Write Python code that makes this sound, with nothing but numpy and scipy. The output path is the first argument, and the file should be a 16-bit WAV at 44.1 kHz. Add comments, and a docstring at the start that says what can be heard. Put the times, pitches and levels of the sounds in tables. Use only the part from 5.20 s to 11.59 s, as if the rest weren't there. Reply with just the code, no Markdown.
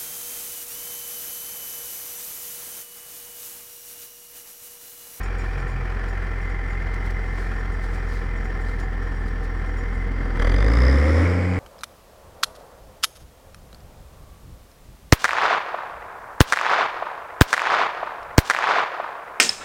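"""A six-cylinder diesel tractor idles, lugs briefly and revs up: each firing throbs in the exhaust.
The firings also knock in the block and ring the panels; at speed the exhaust note turns to drone and growl.
Under load, gas puffs bark, rasp and chirp out of the stack.
Behind the engine, thin whines flicker, loose plough irons clink, dry stubble crunches and a low hum comes twice.
Tones are sines or narrow noise; the rest is noise shaped by firing bursts, spectra and resonances."""
import sys
import numpy as np
from scipy import signal
from scipy.fft import rfft, irfft
from scipy.io import wavfile
from scipy.ndimage import uniform_filter1d

SR = 44100
rng = np.random.default_rng(int(sys.argv[2]) if len(sys.argv) > 2 else 0)


def unload_wav(signal):
    """Save mono or channel-first audio to the path in sys.argv[1] as 16-bit WAV at rate SR, clipped to [-1, 1]."""
    wavfile.write(
        sys.argv[1],
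        SR,
        np.round(np.clip(np.atleast_2d(signal).T, -1, 1) * 32767).astype(np.int16),
    )


N = 281790
TIME = np.arange(N) / SR


def undb(db):
    """Decibels to gain."""
    return 10 ** (np.asarray(db) / 20)


def unit(x):
    """Scale to rms 1."""
    return x / np.std(x)


def curves(rows):
    """Each column of a table, joined by straight lines in time."""
    s, *columns = np.transpose(rows)
    return [np.interp(TIME, s, c) for c in columns]


def ramp(start_s, length_s):
    """Rises from 0 to 1 and stays."""
    return np.clip((TIME - start_s) / length_s, 0, 1)


def fade(start_s, decay_s):
    """Stays at 1, then dies away."""
    return np.exp(-np.maximum(TIME - start_s, 0) / decay_s)


def noise():
    """White noise."""
    return rng.standard_normal(N)


def walk(rate_hz):
    """Smooth random wander, spread near 1."""
    k = int(SR / rate_hz)
    steps = np.repeat(rng.standard_normal(N // k + 1), k)
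    return unit(uniform_filter1d(steps, k)[:N])


def lowpass(x, hz):
    """Steep treble cut."""
    return signal.sosfilt(signal.butter(4, hz, fs=SR, output="sos"), x)


def colour(x, points):
    """Filter by a spectrum of (Hz, dB) points; it falls steeply below the first."""
    hz, db = np.transpose(points)
    f = np.arange(N // 2 + 1) * SR / N + 1e-3  # offset avoids log(0)
    bass_cut = np.sqrt(1 + (hz[0] / f) ** 8)
    gain = undb(np.interp(np.log(f), np.log(hz), db)) / bass_cut
    return irfft(rfft(x) * gain, N)


def resonate(x, modes):
    """Sum of two-pole resonances (Hz, width in Hz, dB)."""
    out = 0
    for hz, width_hz, db in modes:
        b, a = signal.iirpeak(hz, hz / width_hz, fs=SR)
        out = out + undb(db) * signal.lfilter(b, a, x)
    return out


def narrow(hz, half_width_hz):
    """A noisy resonance that follows a moving centre; rms 1."""
    sos = signal.butter(2, half_width_hz, fs=SR, output="sos")
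    drift = signal.sosfilt(sos, noise() + 1j * noise())
    carrier = np.exp(2j * np.pi * np.cumsum(hz) / SR)
    return unit((drift * carrier).real)


def reflect(x, tail_s=0.0098, echo_db=0, dull_hz=1300):
    """A dense, dull cluster of short reflections between engine and soil."""
    t = TIME[:SR // 10]
    response = rng.standard_normal(len(t)) * np.exp(-t / tail_s)
    response = lowpass(response * undb(echo_db) / np.linalg.norm(response), dull_hz)
    response[0] += 1  # direct sound
    return unit(signal.fftconvolve(x, response)[:N])


def swell(firings, at, sharp, floor):
    """A burst once per firing, centred at a share of the cycle; rms 1."""
    g = floor + np.exp(sharp * (np.cos(2 * np.pi * (firings - at)) - 1))
    return g / np.sqrt(np.mean(g ** 2))


# Relative strength of the cylinders. Each entry: level in dB, which the growl doubles.
CYLINDER_DB = [0.9, -0.9, 0.2, -0.7, 1.2, -1.3]


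def cyclic(firings, size=4096):
    """A random clatter that repeats with every engine cycle."""
    train = rng.standard_normal(size)
    place = (firings / len(CYLINDER_DB) * size).astype(int)
    return np.take(train, place, mode="wrap")


# Low exhaust tones. Each row: multiple of the firing rate, level at idle in dB, level at high speed in dB.
THROB_TONES = [(2 / 3, -31, -32), (1, 0, 0), (4 / 3, -24, -30), (3 / 2, -27, -24), (5 / 3, -23, -30),
               (2, -9, -21), (3, -19, -32)]


def throb(firings, fast, load, waver_db=0.5):
    """The low exhaust tones; under load their overtones lag less, so the wave peaks harder."""
    # at idle each overtone lags a quarter cycle more: the pressure rises slowly and drops quickly
    lag = np.pi / 2 * (1 - load / 2)
    tones = 0
    for k, idle_db, high_db in THROB_TONES:
        gain = undb(idle_db + fast * (high_db - idle_db))
        tones = tones + gain * np.cos(2 * np.pi * k * firings - (k - 1) * lag)
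    return np.sqrt(2) * undb(waver_db * walk(25)) * tones


# Colour of the idling exhaust. Each row: frequency in Hz, spectral level in dB.
MUTTER_SPECTRUM = [(55, 7.5), (100, 2), (140, 4.5), (200, -0.5), (280, -11.5), (370, -8), (475, -3.5),
                   (560, -16), (900, -15.5), (3000, -65)]
# Silencer resonances. Each row: frequency in Hz, width in Hz, gain in dB.
PIPE_MODES = [(190, 16, -25), (274.5, 74, 9), (487, 53, 1), (477, 29, 4), (527, 52, -22)]


def exhaust(firings, effort, scatter_db=2, rough=2.02, uneven_db=2):
    """Unequal blow-down pulses and their turbulence: a mutter at idle, ringing the silencer with effort."""
    count = firings.astype(int)
    strength_db = scatter_db * walk(60) + uneven_db * np.cos(np.pi * count)
    pulses = np.diff(count, prepend=0) * undb(strength_db)
    flow = unit(pulses) + rough * noise() * swell(firings, 0.04, 0.17, 0.92)
    mutter = unit(colour(flow, MUTTER_SPECTRUM))
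    ring = unit(lowpass(resonate(flow, PIPE_MODES), 940))
    pipe = np.sqrt(1 - effort) * mutter + np.sqrt(effort) * ring
    return pipe / np.sqrt(uniform_filter1d(pipe ** 2, SR // 4))  # steady strength


# Silencer bands that bring out crankshaft harmonics. Each row: centre in Hz, width in Hz, gain in dB.
DRONE_BANDS = [(180.8, 12, -3), (276, 78, 5.5), (440, 59, -1), (524, 66, -1), (536, 55, -0.5)]


def drone(firings, hz, waver_db=3.0, second_db=8, between_db=-5):
    """Crankshaft harmonics (three firings a turn) light up as they climb through the silencer's resonances."""
    out = 0
    for k in range(6, 34):
        gain = 0
        for centre_hz, width_hz, db in DRONE_BANDS:
            gain = gain + undb(db) / (1 + ((k * hz / 3 - centre_hz) / (width_hz / 2)) ** 2)
        # twice the firing rate leads; harmonics between the firing orders are weaker
        order_db = second_db * (k == 6) + between_db * (k % 3 > 0)
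        # uneven crank speed blurs the higher harmonics most
        phase = 2 * np.pi * (k * firings / 3 + rng.random()) + .031 * k * walk(45)
        out = out + gain * undb(order_db + waver_db * walk(14)) * np.cos(phase) / np.sqrt(k)
    return out / np.sqrt(uniform_filter1d(out ** 2, SR // 4))  # steady strength


# Colour of the growl at speed. Each row: frequency in Hz, spectral level in dB.
GROWL_SPECTRUM = [(130, 0), (280, 3), (370, -3), (540, 0), (640, -6), (800, -6), (1000, -11), (1600, -25),
                  (4000, -60)]


def growl(firings, growl_db=-37.5):
    """At speed the six unequal blasts tear the exhaust note into a dense, rough growl."""
    cylinder_db = np.take(CYLINDER_DB, (firings + .5).astype(int) % len(CYLINDER_DB))
    blasts = (noise() + cyclic(firings, size=1024)) * swell(firings, 0, 1.6, .25)
    return unit(colour(blasts * undb(2 * cylinder_db), GROWL_SPECTRUM)) * undb(growl_db)


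# Engine block resonances. Each row: frequency in Hz, width in Hz, gain in dB.
BLOCK_MODES = [(496, 44, 6.5), (777, 45, 12), (1036, 64, 6.5)]
# Colour of the block knock. Each row: frequency in Hz, spectral level in dB.
KNOCK_SPECTRUM = [(200, 7.5), (380, 7), (620, 3), (800, 1.5), (1000, 3), (1400, 5), (1580, 4.5),
                  (1800, 5.5), (2100, -1), (2350, -9), (2700, -12), (3150, -8.5), (3600, -19), (4700, -17),
                  (6500, -25.5), (8000, -28), (11000, -34.5), (16000, -50)]


def knock(firings, scatter_db=1.0, ring_db=-5):
    """Each combustion rattles the block; valves and gears repeat part of their clatter every engine cycle."""
    cylinder_db = np.take(CYLINDER_DB, firings.astype(int) % len(CYLINDER_DB))
    clatter = noise() + .8 * cyclic(firings)
    blows = clatter * swell(firings, .4, 1.4, 1.1) * undb(cylinder_db + scatter_db * walk(45))
    ring = resonate(noise() * swell(firings, 0.61, 0.14, 1.0) * undb(cylinder_db), BLOCK_MODES)
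    struck = colour(reflect(blows, echo_db=-10), KNOCK_SPECTRUM)
    return unit(struck + undb(ring_db) * lowpass(ring, 2370))


# Bright panel rings. Each row: pitch at idle in Hz, rise at full speed in Hz, half-width in Hz.
BONNET_RINGS = [(1790, 200, 60), (2060, 150, 50), (2330, 60, 130)]
# Ring levels, shifting with the viewing angle.
# Each row: time in seconds, low ring in dB, middle ring in dB, high ring in dB.
BONNET_RING_LEVELS = [(0, -45, -56, -46.5), (.75, -43.5, -54, -50.5), (1.35, -42.5, -41, -52.5),
                      (1.95, -44.5, -43, -57), (2.3, -40.5, -49, -50), (2.5, -42.5, -48, -63),
                      (2.75, -44, -45, -53), (3.7, -41.5, -49, -60), (4.1, -45.5, -53.5, -60),
                      (4.8, -44.5, -42.5, -62), (5.3, -48, -48, -63.5), (6.39, -52, -52, -55.5)]


def bonnet(firings, fast):
    """Thin panels ring in a burst with every firing; their pitch rises with speed."""
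    rings = 0
    for (hz, rise_hz, half_width_hz), db in zip(BONNET_RINGS, curves(BONNET_RING_LEVELS)):
        rings = rings + narrow(hz + rise_hz * fast ** 2, half_width_hz) * undb(db)
    return rings * swell(firings, 0.28, 1.5, 1.0)


# Single puffs fuse into a roar between these firing rates.
FUSE_FROM_HZ, FUSED_HZ = 54, 72
# Colour of the gas jet. Each row: frequency in Hz, spectral level in dB.
GAS_SPECTRUM = [(200, -1.5), (500, 8.5), (650, -4), (900, -1), (1150, 4.5), (1500, 1), (2050, 4.5),
                (2600, -16), (3500, -13.5), (4100, -20), (5300, -21), (6600, -25.5), (10200, -28.5),
                (11500, -41.5), (14000, -35), (16000, -60)]


def gas(firings, hz, scatter_db=1.8, roar_db=0.5):
    """Each firing ends in a hard, rasping puff of noise; the puffs fuse into a roar at speed."""
    fused = np.clip((hz - FUSE_FROM_HZ) / (FUSED_HZ - FUSE_FROM_HZ), 0, 1)
    stroke = (firings + .5).astype(int)
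    size = undb(scatter_db * rng.uniform(-1.6, 1, stroke.max() + 1))[stroke]
    puffs = swell(firings, .02, 2.0, .21) * size * undb(1.5 * np.tanh(walk(400)))
    roar = swell(firings, .02, 1.2, .95) * undb(roar_db)
    jet = unit(noise() + .5 * cyclic(firings)) * (puffs * (1 - fused) + roar * fused)
    return colour(jet, GAS_SPECTRUM) / np.std(colour(noise(), GAS_SPECTRUM))


IDLE_HZ, FULL_HZ = 43.84, 87.7  # firing rates
# Ring of the stack in slow, hard barks.
# Each row: pitch at idle in Hz, rise in Hz per Hz of firing rate, half-width in Hz, level in dB.
BARK_RINGS = [(1850, 8, 330, -45), (3350, 20, 170, -48), (6000, 15, 150, -59)]


def bark(firings, hz, fast):
    """Slow, hard puffs ring the stack; the ring climbs and fades as the engine gathers speed."""
    rings = 0
    for centre_hz, rise, half_width_hz, db in BARK_RINGS:
        rings = rings + narrow(centre_hz + rise * (hz - IDLE_HZ), half_width_hz) * undb(db)
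    return rings * swell(firings, .98, 2.0, .22) * (1 - fast) ** 1.8


def rasp(firings, flow, resonance, half_width_hz=380, rasp_db=-49, by_stack_db=2.5):
    """A fast jet breaks into a broad, rising hiss, boosted while the stack resonates."""
    hiss = narrow(4920 + 430 * flow, half_width_hz)  # centre in Hz
    bursts = swell(firings, .91, 1.5, .9)
    return hiss * bursts * np.sqrt(flow) * undb(rasp_db + by_stack_db * resonance)


def chirp(firings, flow, at=0.89, base_hz=4740, rise_hz=478, scatter_hz=84.7):
    """The jet whistles briefly just before each firing's puff, each time at a slightly different pitch."""
    hz = base_hz + rise_hz * flow + scatter_hz * (.6 * walk(120) + 1.5 * walk(900))
    bursts = swell(firings, at, 4.5, .03) * undb(3 * np.tanh(walk(60)))
    return np.sqrt(2) * np.sin(2 * np.pi * np.cumsum(hz) / SR) * bursts


# Thin metallic whine. Each row: frequency in Hz, half-width in Hz, level in dB, change under strain in dB.
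WHINE_TONES = [(478, 7, -56, 0), (759, 6, -53.5, -2), (4877, 12, -73, 6), (5570, 55, -69.5, 0)]


def whine(strain, waver_db=1.5, flicker_db=3):
    """Thin metallic tones flicker over the engine; one sings up as the drive takes the strain."""
    out = 0
    for hz, half_width_hz, db, by_strain_db in WHINE_TONES:
        wander_db = waver_db * np.tanh(walk(3.84)) + flicker_db * np.tanh(walk(22))
        out = out + narrow(np.full(N, hz), half_width_hz) * undb(db + by_strain_db * strain + wander_db)
    return out


# Ring of the plough irons. Each row: frequency in Hz, t60 in seconds, gain in dB.
IRON_MODES = [(4830, 0.44, 0), (5420, 0.078, 3), (5580, 0.099, 13), (6990, 0.14, 7.5), (7700, 0.054, 5),
              (8740, 0.053, 5), (10200, .1, -17)]
# Clinks of the irons. Each row: start in seconds, level in dB before the common trim.
IRON_CLINKS = [(0.031, -35.5), (0.184, -39.5), (0.383, -43), (0.478, -43), (0.882, -43), (1.214, -44),
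               (1.29, -47), (1.5, -47), (2.174, -44), (2.335, -46), (2.39, -44.5), (2.52, -45),
               (2.739, -43), (2.883, -44), (3.16, -44.5), (3.242, -42), (3.409, -44), (3.6, -44),
               (3.82, -49), (4.46, -45), (4.571, -44), (4.74, -48)]


def irons(clink_db=-6, jiggle_db=-72, patchy_db=2, chatter_s=0.025, scrape=0.62):
    """Loose irons jiggle all the time and clink at bumps; each contact favours other modes."""
    t = TIME[:SR // 3]
    out = np.zeros(N + len(t))
    for s, db in IRON_CLINKS:
        ring = 0
        for hz, t60_s, gain_db in IRON_MODES:
            gain = undb(gain_db + patchy_db * rng.standard_normal())
            ring = ring + gain * np.exp(-np.log(1000) * t / t60_s) * np.sin(2 * np.pi * hz * t)
        contact = rng.standard_normal(len(t)) * np.exp(-t / chatter_s)
        clink = signal.fftconvolve(ring, contact)[:len(t)]
        clink = clink / np.abs(clink).max() + scrape * resonate(contact, [(7260, 2600, 0)])
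        start = int(s * SR)
        out[start:start + len(t)] += undb(db + clink_db) * clink
    modes = [(hz, np.log(1000) / np.pi / t60_s, db) for hz, t60_s, db in IRON_MODES]  # t60 to width
    jiggle = resonate(noise() * undb(8 * np.tanh(walk(12))), modes)
    jiggle = colour(jiggle, [(3000, -3), (4870, -12), (5600, -1.0), (7000, 1), (10000, 4)])
    return out[:N] + undb(jiggle_db) * unit(jiggle)


def rattle(fast, rattle_db=-60):
    """At high engine speed the loose irons buzz without a pause."""
    modes = [(hz, 300, db) for hz, _, db in IRON_MODES[3:6]]
    buzz = resonate(resonate(noise(), modes), [(7700, 1600, 0)])
    return unit(buzz) * fast * undb(rattle_db)


# Colour of the stubble. Each row: frequency in Hz, spectral level in dB.
STUBBLE_SPECTRUM = [(2000, -8), (3300, -1), (4100, 5), (5200, 3), (6500, -3), (9000, -5), (12000, -12),
                    (16000, -19)]
# Stubble crunches. 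Each row: peak time in seconds, level in dB, rise and decay time in seconds.
STUBBLE_CRUNCHES = [(.28, -57.5, 0.13), (0.888, -54, 0.011), (1.743, -45.5, 0.0051), (1.863, -50.5, 0.015),
                    (1.909, -46, 0.0043), (2.214, -54, 0.12), (2.643, -51, 0.025), (2.748, -53.5, .042),
                    (2.945, -51.5, 0.065), (3.488, -56, 0.071), (3.601, -48.5, 0.0086),
                    (4.084, -53, 0.0089), (4.244, -52.5, 0.015)]


def stubble(bed_db=-68, grain_db=2, bunch_db=1):
    """Dry stalks snap in dense grains, bunched where a tuft is crushed."""
    power = undb(bed_db + bunch_db * np.tanh(walk(4.1))) ** 2
    for s, db, length_s in STUBBLE_CRUNCHES:
        power = power + undb(db) ** 2 * np.exp(-np.abs(TIME - s) / length_s * 2)
    grains = noise() * undb(grain_db * walk(1500))
    return unit(colour(grains, STUBBLE_SPECTRUM)) * np.sqrt(power)


# Two swells of a low hum. 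Each row: start in seconds, length in seconds, level in dB.
HUM_SWELLS = [(0.323, 0.13, -34.5), (0.497, 0.14, -34)]


def hum(edge_s=0.025, start_hz=137, sag_hz_per_s=43.8):
    """A soft low sine comes twice, sinking in pitch."""
    hz = start_hz - sag_hz_per_s * (TIME - HUM_SWELLS[0][0])
    size = 0
    for s, length_s, db in HUM_SWELLS:
        size = size + undb(db) * ramp(s, edge_s) * (1 - ramp(s + length_s, edge_s))
    return np.sqrt(2) * np.sin(2 * np.pi * np.cumsum(hz) / SR) * size


FIRST_FIRING = .29  # share of a cycle before the first firing
# One push of the throttle: opens, stays down, then eases off.
THROTTLE_S, ATTACK_S, EASE_S, RELEASE_S = 5.16, 0.059, 6.032, 0.14
# Idle share of full fuelling; extra share for the first firings of the push, with its decay.
IDLE_LOAD, KICK, KICK_S = 0.083, 0.24, 0.01
# The drive takes up its strain just before the push.
STRAIN_S, STRAIN_RISE_S = 4.72, 0.34
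# The stack resonates when the firing rate passes its own pitch.
STACK_HZ, STACK_SPAN_HZ = 63.5, 6.5
# Engine speed. Each row: time in seconds, firing rate in Hz.
ENGINE_SPEED = [(0.0, 43.74), (1.9, 43.18), (2.5, 43.32), (2.92, 42.09), (3.83, 42.13), (4.53, 41.74),
                (4.99, 43.5), (5.22, 38.1), (5.62, 62.11), (5.77, 69.84), (6.08, 88.27), (6.39, 92.14)]
# Level laws of the engine's voices. Each: level at idle in dB, drift in dB per second as the tractor
# moves (exhaust grows, knock fades), dB added by strain, by load, by full speed, by stack resonance.
THROB_LEVEL = (-26, 0.18, 1.86, 6, 0, 3)
PIPE_LEVEL = (-40, 0.84, 2, 4.5, 5, 1.5)
KNOCK_LEVEL = (-37, -0.61, 2, -1, 5, 2)
BONNET_TRIM = (0, 0, 0.5, 1.5, 9.5, 4)
CHIRP_LEVEL = (-78, 0, 9, 19, -7, 13)


def scene(gas_db=-31):
    """Engine speed and load drive all the engine's voices; only the knock gets short, dull reflections."""
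    hz, = curves(ENGINE_SPEED)
    firings = np.cumsum(hz) / SR - FIRST_FIRING
    fast = np.clip((hz - IDLE_HZ) / (FULL_HZ - IDLE_HZ), 0, 1)  # 0 at idle, 1 at high speed
    strain = ramp(STRAIN_S, STRAIN_RISE_S)
    load = ramp(THROTTLE_S, ATTACK_S) * fade(EASE_S, RELEASE_S)
    resonance = load / (1 + ((hz - STACK_HZ) / STACK_SPAN_HZ) ** 2)

    def level_db(law):
        """A voice's level from its law."""
        idle, per_s, by_strain, by_load, by_speed, by_stack = law
        driven = by_strain * strain + by_load * load + by_speed * fast + by_stack * resonance
        return idle + per_s * TIME + driven

    pipe_db = level_db(PIPE_LEVEL)
    effort = np.clip((pipe_db + 38.0) / 10, .03, .9)
    engine = throb(firings, fast, load) * undb(level_db(THROB_LEVEL))
    # at speed the exhaust changes from a rough mutter to a pitched drone
    engine += exhaust(firings, effort) * undb(pipe_db + 1 - 2 * effort - 6 * np.sqrt(fast))
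    engine += drone(firings, hz) * np.sqrt(fast) * undb(pipe_db + 0.3)
    engine += growl(firings) * np.sqrt(fast)
    engine += knock(firings) * undb(level_db(KNOCK_LEVEL))
    engine += bonnet(firings, fast) * undb(level_db(BONNET_TRIM))
    # under load the gas puffs take over from the knock
    fuel = IDLE_LOAD + load * (1 + KICK * fade(THROTTLE_S + ATTACK_S, KICK_S))
    engine += (gas(firings, hz) * undb(gas_db) + bark(firings, hz, fast)) * fuel
    engine += rasp(firings, load * fast, resonance)
    engine += chirp(firings, load * np.sqrt(fast)) * undb(level_db(CHIRP_LEVEL))
    return (engine + whine(strain) + irons() + rattle(fast) + stubble() + hum())[None]


# Colour of the microphone hiss. Each row: frequency in Hz, spectral level in dB.
HISS_SPECTRUM = [(3000, -3), (9000, -5), (16000, 7)]


def record(dry, hiss_db=-71, bass_hz=18, top_hz=17000):
    """The small microphone adds a faint hiss and loses the deepest bass and the very top."""
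    heard = dry + undb(hiss_db) * unit(colour(noise(), HISS_SPECTRUM))
    thin = signal.sosfilt(signal.butter(2, bass_hz, "high", fs=SR, output="sos"), heard)
    return signal.sosfilt(signal.ellip(8, .2, 70, top_hz, fs=SR, output="sos"), thin)


dry = scene()
out = record(dry)
unload_wav(out)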